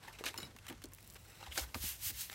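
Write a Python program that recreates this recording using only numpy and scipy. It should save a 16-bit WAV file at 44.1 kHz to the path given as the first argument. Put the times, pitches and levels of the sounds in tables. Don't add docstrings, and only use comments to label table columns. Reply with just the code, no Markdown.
import sys
import numpy as np
from scipy import signal
from scipy.fft import rfft, irfft
from scipy.io import wavfile
from scipy.ndimage import uniform_filter1d

SR = 44100
rng = np.random.default_rng(int(sys.argv[2]) if len(sys.argv) > 2 else 0)


def elevation(decibels):
    levels = np.asarray(decibels, float)
    return 10 ** (levels / 20)


def inscribe(sig):
    pcm = np.round(np.clip(np.atleast_2d(sig).T, -1, 1) * 32767)
    wavfile.write(sys.argv[1], SR, pcm.astype(np.int16))


N = 103546
T = np.arange(N) / SR


def unit(x):
    return x / np.sqrt(np.mean(x ** 2))


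def band(x, hz, width, order=1):
    k = np.sqrt(1 + width)
    high = min(hz * k, 0.45 * SR)
    return signal.sosfilt(signal.butter(order, [hz / k, high], "band", fs=SR, output="sos"), x)


def colour(x, table):
    hz, db = np.array(table).T
    f = np.arange(len(x) // 2 + 1) * SR / len(x) + 1
    gain = elevation(np.interp(np.log(f), np.log(hz), db))
    return unit(irfft(rfft(x) * gain, len(x)))


def walk(rate):
    k = int(SR / rate)
    steps = np.repeat(rng.standard_normal(N // k + 1), k)
    return unit(uniform_filter1d(uniform_filter1d(steps, k), k)[:N])


def grains(spread_db):
    size = np.minimum(rng.exponential(size=N), 4)
    return unit(rng.standard_normal(N) * elevation(spread_db * size))


def add(out, s, x, db):
    i = int(s * SR)
    x = x[:N - i]
    out[i:i + len(x)] += x * elevation(db) / np.abs(x).max()


def fade(t60, size=8192):
    return np.exp(-np.log(1000) * T[:size] / max(t60, 0.002))


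def room():
    # (frequency [Hz], level [dB])
    air_colour = [(25, -51), (45, -3), (110, -3), (300, -17.5), (1000, -21), (3000, -26), (7000, -29.5),
                  (16000, -36)]
    air_db, waver_db = -61.5, 1.2
    hum_hz, hum_db, rumble_hz, rumble_db = 99.4, -65, 45.4, -69
    air = 0
    for hz in 40 * 2.0 ** np.arange(9):
        noise = colour(rng.standard_normal(N), air_colour)
        air = air + band(noise, hz, 1.0, order=2) * elevation(waver_db * walk(12))
    unsteady = unit(band(rng.standard_normal(N), hum_hz, 0.2))
    hum = unit(np.sin(2 * np.pi * hum_hz * T) + 0.3 * unsteady)
    rumble = unit(band(rng.standard_normal(N), rumble_hz, 0.37, order=2))
    return elevation(air_db) * air + elevation(hum_db) * hum + elevation(rumble_db) * rumble


def scrapes():
    # (start [s], length [s], level [dB], body pitch [Hz], treble [dB])
    strokes = [(0, 0.16, -65.5, 1230, -27), (0.023, 0.064, -62, 1780, -10), (0.072, 0.04, -59.5, 1500, -31),
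               (0.12, 0.066, -58, 2300, -13), (0.185, 0.015, -52.5, 2250, -11),
               (0.196, 0.0072, -54.5, 3460, -11), (0.24, 0.041, -44.5, 2980, -24),
               (0.257, 0.038, -44, 3020, -20), (0.285, 0.083, -59, 3000, -21),
               (0.349, 0.14, -55, 1450, -4.5), (0.44, 0.13, -65.5, 477, -33), (0.606, 0.18, -62, 1940, -27),
               (0.681, 0.01, -60.5, 1980, 10), (0.732, .06, -73, 2500, -23), (0.82, 0.049, -82, 2500, -12),
               (0.917, 0.022, -62, 1740, -28), (0.93, 0.47, -75, 5130, 8.5), (1.153, 0.015, -57, 1670, -34),
               (1.223, 0.43, -64.5, 2520, -4.5), (1.391, 0.14, -56, 1870, -21),
               (1.508, 0.025, -58.5, 3200, -25), (1.548, 0.077, -46.5, 3220, -28),
               (1.572, 0.022, -44, 3500, -24), (1.602, 0.16, -62, 1300, -25),
               (1.741, 0.023, -49.5, 930, -6), (2.308, 0.082, -57, 2480, -3)]
    grain_db, flutter_db, patch_db, modes_db = 3.5, 2.4, 3.5, 2
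    slope_db, tilt_db = 3.5, 1.1
    attack, tail_s = 0.15, 0.0088
    friction = grains(grain_db) * elevation(flutter_db * walk(150))
    hiss = unit(band(friction, 8300, 8.8))
    centres = 250 * 2 ** np.arange(0, 6, 0.25)
    uneven = np.minimum(1, 3000 / centres)
    sheet = []
    for k, f in enumerate(centres):
        patch = unit(band(friction, f, 0.19, order=2)) * (-1) ** k
        sheet.append(patch * elevation(patch_db * uneven[k] * walk(120)))
    sheet = np.array(sheet)
    out = np.zeros(N)
    for s, length, db, hz, top_db in strokes:
        rise = np.clip((T - s) / (attack * length), 0, 1)
        fall = np.exp(-np.clip(T - s - 0.57 * length, 0, 1) / (tail_s + 0.16 * length))
        octaves = np.log2(centres / hz)
        scatter = modes_db * rng.standard_normal(len(centres)) * uneven
        gains = elevation(scatter - slope_db * abs(octaves) + tilt_db * octaves)
        out += elevation(db) * rise * fall * (unit(gains @ sheet) + elevation(top_db) * hiss)
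    return out


def pops():
    # (time [s], peak [dB],
    # pitch [Hz], T60 [s])
    buckles = [(.079, -45.5, 898, 0.12), (.083, -40, 1790, .03), (0.2097, -40.5, 443, 0.035),
               (0.3423, -41, 936, 0.041), (0.349, -48, 940, 0.1), (.3768, -38.5, 8500, 0.0041),
               (.3855, -35.5, 987, 0.014), (0.431, -45, 3360, 0.011), (.249, -40, 4820, 0.011),
               (.696, -48.5, 295, 0.07), (.726, -61, 288, .06), (0.2395, -32.5, 1170, 0.012),
               (0.2397, -35, 2800, 0.017), (0.2574, -34.5, 6030, 0.0092), (0.2575, -36, 11600, .01),
               (0.2622, -41, 1813, 0.044), (0.265, -37, 1740, .03), (0.2755, -36.5, 1470, 0.013),
               (0.279, -39, 6430, 0.011), (0.687, -39, 3030, 0.019), (.8425, -44.5, 271, 0.055),
               (.844, -46, 393, 0.065), (.856, -52, 390, 0.078), (1.4286, -44, 810, 0.027),
               (1.429, -46.5, 1275, 0.055), (1.427, -46, 2790, 0.022), (1.465, -52, 2090, .02),
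               (1.469, -50, 792, 0.046), (1.474, -45, 820, 0.029), (1.499, -55, 1020, .02),
               (1.5158, -41, 3200, .02), (1.521, -37, 3000, 0.024), (1.5225, -43, 2180, 0.039),
               (1.529, -41, 3420, 0.021), (1.5777, -20.5, 6560, 0.0027), (1.577, -26.5, 1540, .018),
               (1.578, -30.5, 3850, 0.0097), (1.585, -41.5, 646, .04), (1.5923, -34, 4370, 0.011),
               (1.5955, -33, 6940, 0.011), (1.7466, -31.5, 4150, 0.0087), (1.7452, -34, 2470, 0.015),
               (1.7454, -32, 990, 0.0078), (1.7531, -34.5, 1206, 0.017), (1.757, -43, 230, 0.052),
               (1.748, -49, 537, 0.073), (2.2985, -37, 1780, 0.013), (2.2985, -36.5, 3640, 0.011)]
    split = 3 * 0.0343
    out, t = np.zeros(N), T[:8192]
    for s, db, hz, t60 in buckles:
        pair = np.sin(2 * np.pi * hz * t) + 0.5 * np.sin(2 * np.pi * hz * (1 + split) * t)
        add(out, s, fade(t60) * pair, db)
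    return out


def snaps():
    # (time [s], peak [dB], pitch [Hz])
    paper_snaps = [(0.084, -44, 930), (0.128, -43, 877), (0.2575, -27.5, 3000), (0.274, -36, 1350),
                   (0.385, -30, 940), (0.564, -37.5, 1570), (0.587, -40, 2280), (0.667, -35, 2020),
                   (0.682, -56, 2660), (0.687, -44, 2970), (0.699, -33.5, 1900), (0.726, -38, 1890),
                   (0.779, -49, 1460), (0.819, -39, 1610), (0.826, -43, 2940), (0.8405, -34, 3600),
                   (0.985, -40.5, 1730), (1.165, -41.5, 1440), (1.373, -46.5, 2000), (1.4285, -39.5, 2500),
                   (1.5255, -34, 3240), (1.7515, -36, 1510)]
    # (time [s], peak [dB], pitch [Hz])
    hard_cracks = [
        (0.2391, -29.5, 5000),
        (0.3422, -33, 1600),
        (1.7449, -27, 3480),
        (2.2985, -35, 3000),
        (2.3174, -38, 4550),
        (2.3297, -31.5, 2410),
        (2.3434, -39, 3920),
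    ]
    broad_db, spike_db = -3.5, 6.5
    out = np.zeros(N)
    for table, t60 in ((paper_snaps, 0.032), (hard_cracks, 0.016)):
        for s, db, hz in table:
            burst = rng.standard_normal(2048) * fade(t60, size=2048)
            burst[0] += 3 * elevation(spike_db)
            ring = unit(band(burst, hz, 0.92))
            broad = unit(band(burst, 5800, 23.0))
            add(out, s, ring + elevation(broad_db) * broad, db)
    return out


def knocks():
    # (time [s], peak [dB], pitch [Hz], T60 [s])
    cover_knocks = [(0.208, -44.5, 418, 0.18), (0.264, -41, 396, 0.24), (0.384, -45, 382, 0.12),
                    (0.425, -44, 192, 0.24), (0.702, -39.5, 248, 0.11), (0.716, -44, 280, 0.092),
                    (0.843, -48.5, 183, 0.16), (1.47, -59, 196, 0.069), (1.576, -36.5, 494, 0.14),
                    (1.754, -42, 272, 0.13), (1.837, -42.5, 195, 0.08), (2.096, -51, 215, 0.1)]
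    out = np.zeros(N)
    for s, db, hz, t60 in cover_knocks:
        add(out, s, band(rng.standard_normal(8192) * fade(t60), hz, 0.79), db)
    return out


def clinks():
    # (time [s], peak [dB])
    first_taps = [
        (.377, -30.5),
        (.402, -40),
        (0.419, -44),
        (.452, -44),
        (.464, -54),
    ]
    # (frequency [Hz], level [dB], T60 [s])
    first_modes = [(2940, -11.5, 0.041), (3950, -7.5, 0.039), (4355, -12.5, 0.084), (5190, -2.5, 0.029),
                   (7020, -13, 0.1), (10000, -12, 0.017), (11500, -19, 0.081), (12500, -15, .032)]
    # (time [s], peak [dB])
    second_taps = [
        (.4305, -33),
        (.442, -48),
        (.46, -50),
    ]
    # (frequency [Hz], level [dB], T60 [s])
    second_modes = [(2290, -17, 0.13), (2970, -10, 0.03), (3896, -2.5, 0.051), (5100, -21, .04),
                    (9540, -7.5, 0.021)]
    out, t = np.zeros(N), T[:8192]
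    waver = 1 + 0.3 * walk(250)
    for taps, modes in ((first_taps, first_modes), (second_taps, second_modes)):
        for s, db in taps:
            ring = 0
            for (f, d, t60), phase in zip(modes, rng.random(len(modes))):
                contact = waver[int(phase * N / 2):][:8192]
                ring = ring + elevation(d) * fade(t60) * np.sin(2 * np.pi * (f * t + phase)) * contact
            add(out, s, ring, db)
    return out


def thuds():
    # (time [s], peak [dB], pitch [Hz], T60 [s])
    swings = [
        (0.418, -53, 69, 0.26),
        (0.857, -58, 66, 0.14),
        (1.475, -47.5, 69.4, 0.28),
        (1.606, -40, 61.6, 0.23),
        (1.673, -58, 69, 0.18),
        (1.75, -42.5, 81.4, 0.21),
        (1.8, -44, 63.7, 0.31),
        (1.84, -40, 69, 0.16),
        (2.061, -49.5, 88.5, 0.12),
        (2.122, -48, 62, 0.22),
    ]
    out, t = np.zeros(N), T[:16384]
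    for s, db, hz, t60 in swings:
        onset = 1 - np.exp(-t / 0.0025)
        add(out, s, onset * fade(t60, size=16384) * np.sin(2 * np.pi * hz * t), db)
    return out


def bump():
    out = np.zeros(N)
    burst = rng.standard_normal(4096) * fade(0.06, size=4096)
    add(out, 0.55, band(burst, 240, 0.5), -51.5)
    return out


def ticks():
    # (time [s], peak [dB], pitch [Hz])
    crackle = [(0.6679, -39, 7450), (0.8393, -35, 7850), (0.8562, -38, 7550), (0.5745, -53, 12900),
               (0.8874, -49, 7020), (0.919, -50, 13300), (0.9352, -36, 12200), (0.94, -42.5, 12500),
               (0.9482, -38.5, 12400), (0.9635, -50, 14000), (0.9744, -48, 13600), (0.9852, -57, 13400),
               (1.007, -46, 11700), (1.028, -41, 13200), (1.046, -48, 13000), (1.076, -38.5, 11900),
               (1.1006, -40, 6640), (1.106, -39.5, 13100), (1.1248, -44, 13000), (1.1374, -43, 12300),
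               (1.145, -42, 7500)]
    out = np.zeros(N)
    for s, db, hz in crackle:
        add(out, s, band(rng.standard_normal(1024) * fade(0.005, size=1024), hz, 0.9), db)
    return out


def rub():
    # (time [s], level [dB])
    palm = [(1.48, -82), (1.54, -51), (1.59, -42.5), (1.64, -50.5), (1.665, -61), (1.743, -63),
            (1.748, -50.5), (1.798, -50.5), (1.831, -40), (1.894, -39), (1.979, -57.5), (2.032, -43),
            (2.07, -38.5), (2.105, -40.5), (2.121, -54.5), (2.214, -39.5), (2.279, -52.5), (2.35, -57)]
    # (frequency [Hz], level [dB])
    hiss_colour = [(350, -49), (600, -8), (1240, -10.5), (1680, -8), (2070, -8.5), (3680, -6), (10300, -6),
                   (13000, -2.5), (16000, -7)]
    grain_db, patch_db = 2, 1.2
    edge_hz, edge_drop = 1450, 0.0033
    dull = 0.13
    s, db = np.array(palm).T
    db = uniform_filter1d(np.interp(T, s, db, left=-120), size=200)
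    below_peak = db - db.max()
    edge = edge_hz * np.exp(-edge_drop * below_peak)
    out = 0
    for hz in 700 * 2 ** np.arange(0, 4.7, 0.5):
        x = band(colour(grains(grain_db), hiss_colour), hz, 0.42, order=2)
        low_cut = 1 / np.sqrt(1 + (edge / hz) ** 4)
        treble = elevation(dull * below_peak * max(np.log2(hz / 5000), 0))
        out = out + x * elevation(patch_db * walk(39.62)) * low_cut * treble
    return out * elevation(db)


def drag():
    start, end, db, hz = 1.548, 1.576, -53, 3300
    x = unit(band(grains(3), hz, 0.2, order=2) * elevation(3 * walk(100)))
    return elevation(db) * x * np.clip((T - start) * 100, 0, 1) * (T < end)


def scene():
    near = scrapes() + pops() + snaps() + knocks() + clinks() + thuds() + ticks() + rub()
    tail = rng.standard_normal(8192) * fade(0.1)
    echo = signal.fftconvolve(near, tail / np.linalg.norm(tail))[:N]
    mono = near + elevation(-14) * echo + room() + bump() + drag()
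    return np.array([mono, mono])


def top_cut(x):
    return signal.sosfilt(signal.butter(12, 16650, fs=SR, output="sos"), x)


def record(dry):
    x = signal.sosfilt(signal.butter(6, 40, "high", fs=SR, output="sos"), dry)
    notch_hz, notch_db, top_hz = 10560, -5.5, 15850
    x = x - (1 - elevation(notch_db)) * band(x, notch_hz, 0.04)
    x = signal.sosfilt(signal.ellip(8, 0.3, 30, top_hz, fs=SR, output="sos"), x)
    return top_cut(x)


dry = scene()
out = record(dry)
inscribe(out)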